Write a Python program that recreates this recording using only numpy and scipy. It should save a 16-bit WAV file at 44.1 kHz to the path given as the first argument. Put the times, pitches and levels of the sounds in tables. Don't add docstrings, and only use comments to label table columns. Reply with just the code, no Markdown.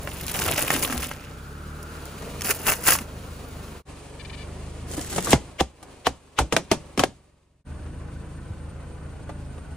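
import sys
import numpy as np
from scipy import signal
from scipy.fft import rfft, irfft, next_fast_len
from scipy.io import wavfile

SR = 44100
rng = np.random.default_rng(int(sys.argv[2]) if len(sys.argv) > 2 else 0)


def transcribe(u):
    v = np.clip(np.atleast_2d(u).T, -1, 1)
    q = np.round(v * 32767).astype(np.int16)
    wavfile.write(sys.argv[1], SR, q)


N = 430416
T = np.arange(N) / SR


def amp(db):
    return 10 ** (np.asarray(db) / 20)


def unit(x):
    return x / np.sqrt(np.mean(x ** 2) + 1e-20)


def read(points, hz):
    f, value = np.transpose(points)
    return np.interp(np.log(hz + 1), np.log(f + 1), value)


def add(mix, s, sound):
    part = mix[:, round(s * SR):][:, :sound.shape[-1]]
    part += sound[..., :part.shape[1]]


def span(start, end):
    return np.arange(round(start * SR), round(end * SR)) / SR


def hold(t, s, length, attack_s, release_s):
    rising = np.minimum(t - s, 0) / attack_s
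    falling = np.maximum(t - s - length, 0) / release_s
    return np.exp(rising - falling)


def colour(x, spectrum, treble_db=0):
    size = next_fast_len(x.shape[-1])
    hz = np.fft.rfftfreq(size, 1 / SR)
    shelf = hz ** 2 / (hz ** 2 + 3500 ** 2)
    gain = amp(read(spectrum, hz) + treble_db * shelf)
    return unit(irfft(rfft(x, size) * gain, size)[..., :x.shape[-1]])


def noise(spectrum, size=N, treble_db=0):
    return colour(rng.standard_normal((2, size)), spectrum, treble_db)


def drift(hz, size=N):
    knots = rng.standard_normal(8192)
    return 1.3 * np.interp(np.arange(size) / SR * hz, np.arange(len(knots)), knots)


def band(hz, width_hz):
    f = np.fft.rfftfreq(N, 1 / SR)
    resonance = 1 / (1 + ((f - hz) / width_hz) ** 2)
    return unit(irfft(rfft(rng.standard_normal((2, N))) * resonance, N))


def crackle(size, spectrum, per_s, spread_db, wash):
    t = np.arange(1024) / SR
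    hz = np.geomspace(120, 15000, 24)[:, None]
    shape = (len(hz), size)
    struck = rng.random(shape) < per_s / len(hz) / SR
    clicks = struck * amp(spread_db * np.minimum(rng.exponential(1, shape), 3.5))
    signed_clicks = clicks * rng.choice([-1, 1], (2, *shape))
    rings = np.exp(-t * hz / 0.87) * np.cos(2 * np.pi * hz * t) * hz
    grains = signal.fftconvolve(signed_clicks, rings[None], axes=2).sum(1)[:, :size]
    return colour(unit(grains) + wash * rng.standard_normal((2, size)), spectrum)


def squeeze(low, high, body, fizz, per_s, spread_db):
    size = len(low)
    coarse = low * crackle(size, body, per_s, spread_db, wash=0.4)
    fine = high * crackle(size, fizz, 2 * per_s, spread_db, wash=0.44)
    surge = amp(2.3 * drift(140, size))
    return (coarse + fine) * surge * signal.windows.tukey(size, .03)


def street(x):
    t = np.arange(32768) / SR
    walls = [(60, -2.5), (500, -11.0), (3000, -6.0), (8000, 0.0), (15000, -17.0)]  # pitch_hz, level_db
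    tail = noise(walls, len(t)) * amp(-60 * t / 0.27) * (1 - np.exp(-t / 0.019))
    return amp(-25.5) * signal.fftconvolve(x[:1], tail / np.linalg.norm(tail[0]), axes=1)[:, :N]


def echoes(x):
    out = x.copy()
    for delay_s, gain in [(.0013, 0.089), (.0037, 0.17), (.0061, .22)]:
        earlier = T - delay_s * (1 + .15 * drift(3))
        out += gain * np.array([np.interp(earlier, T, channel) for channel in x])
    return out


PART_STARTS = [3.838, 7.643]
# hiss_db against the machinery before a common lift, whine_db against the machinery,
# rumble_db against the exhaust at or below idle speed
PART_LEVELS = [(-11, -28, -4.5), (-12.5, -23, -11), (-17, -18.5, -7)]
# time_s, exhaust_db, machinery_db
CAR_LEVELS = [(0, -39, -41), (1.27, -42, -48.5), (1.7, -37, -47.5), (2.3, -39.5, -40), (3.1, -40.5, -45),
              (3.75, -42, -44.5), (3.95, -44.5, -46), (4.8, -35.5, -44.5), (5.5, -45, -48),
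              (5.72, -59.5, -56.5), (5.9, -48.5, -49.5), (6.22, -59, -55.5), (6.88, -47, -50),
              (7.3, -62.5, -63.5), (7.63, -65, -74.5)]
# time_s, firings_hz
ENGINE_SPEED = [(0, 22.3), (1.25, 29.2), (1.55, 36.1), (1.95, 38.6), (2.3, 28), (3.05, 26.3), (3.75, 24.2),
                (4.3, 23), (4.55, 26), (5.4, 27.6), (7.3, 22.6)]
# pitch_hz, level_db
EXHAUST_SPECTRUM = [(25, -7.5), (50, 0), (76, 4), (105, -3.5), (120, -11.5), (138, -1), (160, -4),
                    (190, -11.5), (400, -16.5)]
RUMBLE_SPECTRUM = [(15, -22), (45, -11.5), (90, 0.5), (160, -3.5), (500, -23.5), (1500, -71)]
MACHINERY_SPECTRUM = [(100, -14), (250, 0), (420, 4), (600, -2), (850, -5), (1100, -4.5), (1520, -11.5),
                      (1800, -12), (3000, -19.5), (5000, -63), (16000, -57)]
HISS_SPECTRUM = [(800, -26.5), (2400, 5), (3600, 1.5), (4500, 1.5), (5400, -2), (8000, 0.5), (10000, -0.5),
                 (12000, -12.5), (15500, -0.5)]
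# pitch_hz, width_hz, level_db against the machinery
PANELS = [(263, 5.9, -17.5), (585.5, 23, -13.5)]
IDLE_FIRINGS_HZ, IDLE_EXHAUST_DB, IDLE_MACHINERY_DB = 26.9, -37.5, -48
WHIRR_DB, WHIRR_DB_PER_FIRING = -52.5, 0.54


def engine():
    hiss_db, whine_db, rumble_db = np.array(PART_LEVELS)[np.searchsorted(PART_STARTS, T)].T
    idling = T > PART_STARTS[1]
    firing_hz = np.where(idling, IDLE_FIRINGS_HZ, np.interp(T, *np.transpose(ENGINE_SPEED)))
    rev = firing_hz - IDLE_FIRINGS_HZ
    s, exhaust_db, machinery_db = np.transpose(CAR_LEVELS)
    exhaust = amp(np.where(idling, IDLE_EXHAUST_DB, np.interp(T, s, exhaust_db)))
    machinery = amp(np.where(idling, IDLE_MACHINERY_DB, np.interp(T, s, machinery_db)))

    turns = 2 * np.pi * np.cumsum(firing_hz * (1 + .003 * drift(13))) / SR
    harmonics = 0
    for k in np.arange(12) + 1:
        phase = 2 * np.pi * rng.random()
        harmonics = harmonics + amp(read(EXHAUST_SPECTRUM, k * firing_hz)) * np.cos(k * turns + phase)
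    drone = exhaust * unit(harmonics) * amp(1.3 * drift(12))
    beat = 1 + 0.13 * np.cos(turns) + 0.069 * np.cos(turns / 2)

    rumble = amp(rumble_db - 0.5 * np.maximum(rev, 0)) * exhaust * noise(RUMBLE_SPECTRUM)
    clatter = amp(-0.5) * machinery * beat * noise(MACHINERY_SPECTRUM) * amp(1.0 * drift(25))
    hiss = amp(hiss_db + 7.5) * machinery * noise(HISS_SPECTRUM) * amp(1.0 * drift(60))
    hums = machinery * sum(amp(db) * band(hz, width_hz) for hz, width_hz, db in PANELS)
    flutter = amp(-60.5) * idling * beat ** 2 * band(1475, 100)
    noises = rumble + clatter + hiss + hums + flutter

    whine = amp(whine_db) * machinery * band(8760, 22)[0]
    throb = amp(-45.5) * idling * band(73.7, 1.7)[0]
    whirr = amp(WHIRR_DB + WHIRR_DB_PER_FIRING * rev) * (T < PART_STARTS[0]) * band(1380, 210)
    return drone + throb + whirr + whine, noises


# start_s, level_db
TREAD_STONES = [(1.829, -33), (2.055, -32), (3.486, -40)]
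# pitch_hz, level_db
SPRAY_SPECTRUM = [(800, -37.5), (3000, -12), (4000, -7), (4800, -1.5), (6500, -1), (9500, 2.5),
                  (12000, -0.5), (15500, 3.5)]


def grit():
    out, t = np.zeros((2, N)), np.arange(2048) / SR
    for s, db in TREAD_STONES:
        add(out, s, amp(db) * np.exp(-t / 0.0033) * noise(SPRAY_SPECTRUM, len(t)))
    return out


# start_s, level_db, pitch_hz, t60_s
KNOCKS = [(0.469, -22, 86.5, 0.22), (.752, -28, 250, 0.22), (.9, -29, 240.5, 0.65), (.96, -22, 66, 0.27),
          (2.495, -21, 423, 0.066), (2.711, -21, 604, 0.028), (3.009, -24.5, 230, 0.047),
          (4.977, -18, 300, 0.09), (5.179, -19.5, 526, .06), (5.27, -18.5, 1156, 0.037),
          (6.392, -12.5, 754, 0.052), (6.405, -9.5, 61, 0.14), (8.503, -19.5, 94.4, 0.12)]


def thumps():
    out, t = np.zeros((2, N)), np.arange(16384) / SR
    for s, db, hz, t60 in KNOCKS:
        rise = 1 - np.exp(-t * hz / 0.57)
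        add(out, s, amp(db - 60 * t / t60) * rise * np.sin(2 * np.pi * hz * t))
    return out


# pitch_hz, level_db
GRANULE_SPECTRUM = [(200, -10.5), (900, 2), (2600, 5.5), (4000, -3.5), (7000, -8.5), (10000, -14),
                    (15500, -11)]
SPLAT_START_S, SPLAT_LENGTH_S, SPLAT_DB = 0.358, 0.586, -34
GRANULE_START_S, GRANULE_LENGTH_S, GRANULE_DB, GRANULE_SETTLE_S = 0.6, 0.64, -48, 0.1


def splats():
    out, t = np.zeros((2, N)), span(.2, 1.7)
    # pitch_hz, level_db
    wet = [(50, -2.5), (140, -2.0), (350, 2.0), (600, -3.5), (1200, -6.5), (5000, -55)]
    pats = crackle(len(t), wet, per_s=700, spread_db=3.5, wash=0.37)
    falling = hold(t, SPLAT_START_S, SPLAT_LENGTH_S, attack_s=0.021, release_s=0.079)
    add(out, t[0], amp(SPLAT_DB) * falling * pats)
    patter = crackle(len(t), GRANULE_SPECTRUM, per_s=1000, spread_db=5, wash=0.47)
    raining = hold(t, GRANULE_START_S, GRANULE_LENGTH_S, attack_s=0.081, release_s=GRANULE_SETTLE_S)
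    add(out, t[0], amp(GRANULE_DB) * raining * patter)
    return out


YIELD_DB_PER_S = 69.5


def load(t, tread, crushes, attack_s, release_s):
    start, lasts, crumple_db, spray_db, rise_s, fall_s = tread
    both = amp([[crumple_db], [spray_db]]) * hold(t, start, lasts, rise_s, fall_s)
    for s, length, crumple_db, spray_db in crushes:
        yielding = amp(-YIELD_DB_PER_S * np.clip(t - s, 0, length))
        both = both + amp([[crumple_db], [spray_db]]) * yielding * hold(t, s, length, attack_s, release_s)
    return both


# start_s, length_s, crumpling_db, spray_db, attack_s, release_s
FRONT_GRIND = (0.29, 0.76, -39.5, -34, 0.22, 0.05)
REAR_GRIND = (2.442, .575, -45.5, -39, .006, .01)
# start_s, length_s, crumpling_db, spray_db
FULL_LURCHES = [(0.357, 0.076, -36.5, -32.5), (0.459, 0.082, -35.5, -35.5), (0.579, 0.13, -30.5, -28),
                (0.729, 0.033, -28, -28.5), (0.831, 0.0071, -30, -24.5)]
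FLAT_LURCHES = [(2.452, 0.036, -35, -29), (2.494, 0.023, -30.5, -23), (2.672, 0.049, -24.5, -21),
                (2.871, 0.074, -23.5, -14.5)]
# pitch_hz, level_db
FULL_WALL = [(30, -20), (90, 14), (330, 3.5), (700, 0.5), (1400, 3), (2800, 5.5), (3800, -1), (6000, -15.5),
             (16000, -58.5)]
FLAT_WALL = [(60, -2.5), (300, -0.5), (700, -1.5), (1600, 3.5), (2200, -2), (2800, 0.5), (3900, -22),
             (6000, -31.5), (16000, -61.5)]
# start_s, level_db, treble_db
WALL_SNAPS = [(0.073, -18.5, -29), (0.281, -10.5, -6), (0.347, -12, -14), (0.356, -14, -16),
              (0.391, -10, 1), (.417, -16, -14), (.483, -13, -20.5), (.559, -17, -19), (0.58, -8.5, -19.5),
              (0.7035, -3, -20), (0.718, -15, -18), (0.7635, -14, -15), (0.83, -10.5, -12.5),
              (0.898, -18, -26.5), (0.924, -13.5, -24), (1.022, -12, -0.5), (1.113, -18.5, -26),
              (2.409, -11, -0.5), (2.419, -4.5, 2), (2.51, -8, -17), (2.667, -9.5, -12),
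              (2.683, -7.5, -24.5), (2.737, -12, -8), (2.868, -7, -9.5), (2.886, -1, -15),
              (2.904, -5, -14.5), (2.923, -7, -11.5), (2.952, -7, -14), (2.987, -14, -14)]
# pitch_hz, level_db
SNAP_SPECTRUM = [(60, -14.5), (400, -7), (1200, -2), (1800, 0.5), (2800, 2.5), (3900, -8.5), (5500, 0.5),
                 (9000, 1), (15500, -4.5)]
FULL_ATTACK_S, FULL_RELEASE_S, FLAT_ATTACK_S, FLAT_RELEASE_S = 0.0093, 0.0088, .011, 0.011
SNAP_S, SNAP_DOUBLING_DB = 0.00067, 12.5


def cups():
    out, t = np.zeros((2, N)), np.arange(2048) / SR
    front, rear = span(0, 1.4), span(2.35, 3.1)
    full = load(front, FRONT_GRIND, FULL_LURCHES, FULL_ATTACK_S, FULL_RELEASE_S)
    flat = load(rear, REAR_GRIND, FLAT_LURCHES, FLAT_ATTACK_S, FLAT_RELEASE_S)
    add(out, front[0], squeeze(*full, FULL_WALL, SPRAY_SPECTRUM, per_s=1600, spread_db=5.3))
    add(out, rear[0], squeeze(*flat, FLAT_WALL, SPRAY_SPECTRUM, per_s=3000, spread_db=4.5))
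    for s, db, treble_db in WALL_SNAPS:
        length = SNAP_S * 2 ** (-treble_db / SNAP_DOUBLING_DB)
        decay = np.exp(-t / length) + 0.14 * np.exp(-t / (6 * length))
        burst = (1 - np.exp(-t / 0.00071)) * decay * noise(SNAP_SPECTRUM, len(t), treble_db)
        cycles = np.maximum(t - .001, 0) * 4.2 / length
        sides = [[1], [rng.uniform(-1, 1)]]
        swing = np.exp(-cycles) * np.sin(2 * np.pi * cycles) * sides
        add(out, s, amp(db) * (0.64 * swing + 0.62 * burst))
    return out


# pitch_hz, level_db
SKIN_SPECTRUM = [(900, -22), (2250, 2), (2700, -2.5), (4700, -5.5), (5100, -16), (12000, -37)]


def squeak(size, slip_hz=588):
    turns = np.cumsum(slip_hz * (1 + .018 * drift(400, size))) / SR
    slips = unit(np.diff(np.floor(turns), prepend=0))
    rough = .35 * rng.standard_normal((2, size))
    return colour(slips + rough, SKIN_SPECTRUM) * signal.windows.tukey(size, .4)


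# start_s, length_s, level_db
SKIN_SQUEAKS = [(4.192, .03, -43), (4.247, .016, -41), (4.295, 0.014, -40.5), (4.326, .032, -42.5),
                (4.365, 0.079, -46)]
# start_s, level_db, brightness_db
HOLLOW_BUMPS = [(2.22, -31.5, -3), (4.935, -29, 13), (4.978, -28, -28), (5.126, -26, 10), (5.16, -20, 10.5),
                (5.18, -15.5, -3.5), (5.271, -21.5, -10), (5.29, -24.5, -2), (5.827, -36.5, 6),
                (9.292, -28, -16), (9.579, -38, -13)]
# pitch_hz, level_db, t60_s
HOLLOW_MODES = [(180.6, -7.5, 0.33), (340, -4, 0.063), (610, -19.5, .12), (1190, -12, .06)]
# pitch_hz, level_db
RUB_COARSE = [(40, 8), (350, 11), (700, -1.5), (2000, -2.5), (3000, -16), (5000, -30), (16000, -64)]
RUB_FINE = [(800, -26), (3000, -5.5), (5000, -6), (7500, -2), (10000, -4.5), (12000, -3), (15500, -2)]
# pitch_hz, level_db
UNDERBODY_SPECTRUM = [(30, -11.5), (100, 2), (330, 2), (540, 2.5), (850, 1.5), (1400, -6), (2800, -10),
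                      (5000, -13.5), (9000, -11.5), (15500, -19.5)]
DRAG_START_S, DRAG_SCRAPE_DB, DRAG_FIZZ_DB, DRAG_DB_PER_S = 4.865, -43.5, -40, 21.5
STRAIN_DB, STRAIN_S = -16, 0.013


def rubbing():
    out, t = np.zeros((2, N)), np.arange(8192) / SR
    drag = span(DRAG_START_S, BALLOON_POPS[0][0])
    onset = 1 - np.exp((drag[0] - drag) / 0.011)
    grip = amp(DRAG_DB_PER_S * (drag - drag[0])) * onset * amp(0.66 * drift(22.0, len(drag)))
    strain = amp(STRAIN_DB) * np.exp((drag - drag[-1]) / STRAIN_S)
    scrape = amp(DRAG_SCRAPE_DB) * grip + 0.4 * strain
    fizz = amp(DRAG_FIZZ_DB) * grip + strain
    add(out, drag[0], squeeze(scrape, fizz, RUB_COARSE, RUB_FINE, per_s=2000, spread_db=2.5))
    ring = sum(amp(db - 60 * t / t60) * np.sin(2 * np.pi * hz * t) for hz, db, t60 in HOLLOW_MODES)
    for s, db, bright_db in HOLLOW_BUMPS:
        pat = np.exp(-t / 0.0092) * noise(UNDERBODY_SPECTRUM, len(t), bright_db)
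        add(out, s, amp(db) * (1 - np.exp(-t / 0.0013)) * (pat + 0.61 * ring))
    for s, length, db in SKIN_SQUEAKS:
        add(out, s, amp(db) * squeak(round(length * SR)))
    return out


# pitch_hz, t60_s
UNDERBODY_RING = [(80, 0.3), (260, 0.19), (700, 0.12), (1800, 0.1), (5000, 0.13), (15000, 0.07)]


def underbody(size):
    hz, t, z = signal.stft(noise(UNDERBODY_SPECTRUM, size), SR, nperseg=256)
    decay = amp(-60 * t / read(UNDERBODY_RING, hz)[:, None])
    return signal.istft(z * decay, SR, nperseg=256)[1][:, :size]


# start_s, crack_db, air_db, first_pitch_hz (60 Hz is added to it),
# decay in periods of that pitch, bounce_delay_s off the car, note_hz, note_db, ring_db under the car,
# tear_db, boom_db
BALLOON_POPS = [(5.3308, -5, -1.5, 1150, 11, 0.0077, 834, -14, -14.5, -15.5, -14),
                (5.6066, -13, -6.5, 1880, 11.1, 0.0059, 770, -11, -24, -15.5, -19.5),
                (6.069, -12, -1.5, 1515, 4.2, .0044, 760, -15, -23, -18.5, -25),
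                (6.388, -13.5, -2.5, 1926, 2.5, 0.0048, 880, -13.5, -15, -23.5, -34),
                (6.524, -15, -25, 1445, 11, 0.0058, 460, -14, -18, -39, -38),
                (6.565, -8, -10.5, 3720, 18, 0.003, 643, -11, -19.5, -43.5, -45),
                (6.715, -10.5, -7.5, 1320, 8.8, 0.005, 657, -12, -16, -34, -40),
                (6.9758, -20.5, -17, 784, 16.3, 0.0076, 400, -18.5, -23.5, -49, -41),
                (6.9937, -9.5, -26, 1190, 15, 0.0023, 1105, -18.5, -15.5, -46, -36.5),
                (7.0364, -9, -6, 1294, 5.3, 0.0029, 764, -18, -24.5, -27.5, -36.5)]
# pitch_hz, level_db
CRACK_SPECTRUM = [(100, -33), (500, 4), (1000, -1), (1600, -3), (2800, -2), (4200, -8.5), (6000, -8.5),
                  (10000, -18), (15500, -14)]
NOTE_T60_S = 0.055
BOUNCE_GAIN, BOUNCE_SKEW = 0.4, 0.019
BOOM_HZ, BOOM_T60_S, BOOM_DELAY_S = 60.6, 0.17, .004
BOOM_SAG_HZ, BOOM_SAG_S = 45, 0.011


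def bursts():
    air, out, t = np.zeros((2, N)), np.zeros((2, N)), np.arange(16384) / SR
    lead = np.arange(-1024, 0) / SR
    rise = 1 - np.exp(-t / 0.00022)
    boom_hz = BOOM_HZ + BOOM_SAG_HZ * np.exp(-t / BOOM_SAG_S)
    boom = amp(-60 * t / BOOM_T60_S) * np.sin(2 * np.pi * np.cumsum(boom_hz) / SR)
    for (s, crack_db, air_db, first_hz, periods, bounce_s,
         note_hz, note_db, ring_db, tear_db, boom_db) in BALLOON_POPS:
        hz = 60 + first_hz / (1 + t * first_hz / 1.6)
        swing = np.exp(-t * first_hz / periods) * np.sin(2 * np.pi * np.cumsum(hz) / SR)
        pulse = amp(air_db) * rise * swing
        delays = [bounce_s * (1 + side * BOUNCE_SKEW) for side in (-1, 1)]
        bounce = np.array([np.interp(t - delay, t, pulse) for delay in delays])
        note_level = amp(note_db - 60 * t / NOTE_T60_S) * (1 - np.exp(-t / 0.00088))
        note = note_level * np.sin(2 * np.pi * note_hz * t)
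        add(air, s, pulse + BOUNCE_GAIN * bounce + note)
        add(air, s + BOOM_DELAY_S, amp(boom_db) * boom)
        crack = rise * np.exp(-(t / 0.0038) ** 2) * noise(CRACK_SPECTRUM, len(t))
        add(out, s, amp(crack_db) * crack)
        add(out, s, amp(ring_db) * (1 - np.exp(-t / 0.00067)) * underbody(len(t)))
        zip_hz = 3000 * rng.uniform(.85, 1.15) * (1 + .2 * drift(1500, len(lead)))
        zip_tone = np.sin(2 * np.pi * np.cumsum(zip_hz) / SR)
        tear = .8 * zip_tone + .7 * noise(CRACK_SPECTRUM, len(lead))
        add(out, s + lead[0], amp(tear_db) * np.exp(lead / .007) * tear)
    return air, out


def stereo_image(x, table):
    f, likeness, lead = np.transpose(table)
    size = next_fast_len(N)
    hz = np.fft.rfftfreq(size, 1 / SR)
    same = np.clip(np.interp(hz, f, likeness), -1, 1)
    turn = np.exp(.5j * np.interp(hz, f, lead))
    mid, side = rfft(x, size) * np.sqrt([(1 + same) / 2, (1 - same) / 2])
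    return irfft(np.array([(mid + side) * turn, (mid - side) / turn]), size)[:, :N]


# pitch_hz, likeness (0 to 1), left_lead_rad
CUP_IMAGE = [(100, .93, 0), (300, .85, 0), (1500, .7, .1), (3000, .7, 1), (4600, .45, 1), (6600, .5, 0),
             (10300, .97, -6.28), (14000, .99, -12.57), (16000, .99, -16)]
BALLOON_IMAGE = [(100, .88, 0), (300, .75, 0), (700, .65, 0), (1400, .7, .1), (4400, .3, .9),
                 (8000, .4, 1.6), (10500, .8, 2.1), (12000, .98, 2.75), (13500, 1, 3.1)]


def scene():
    drone, machinery = engine()
    air, bangs = bursts()
    near = cups() + splats() + grit() + rubbing() + bangs
    sound = echoes(near + machinery) + street(near + air)
    cup_side, balloon_side = stereo_image(sound, CUP_IMAGE), stereo_image(sound, BALLOON_IMAGE)
    heard = np.where(T < PART_STARTS[0], cup_side, balloon_side)
    return heard + drone + air + thumps()


EDGE_HZ = 15850


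def record(dry):
    ceiling = .95
    first_dip = np.clip((abs(T - PART_STARTS[0]) - .012) / 0.045, .02, 1)
    second_dip = np.clip((abs(T - PART_STARTS[1]) - .004) / 0.032, .02, 1)
    loud = ceiling * np.tanh(dry / ceiling) * first_dip * second_dip
    lowpass = signal.firwin(511, EDGE_HZ, window=("kaiser", 9), fs=SR)
    return signal.oaconvolve(loud, lowpass[None], "same")


dry = scene()
out = record(dry)
transcribe(out)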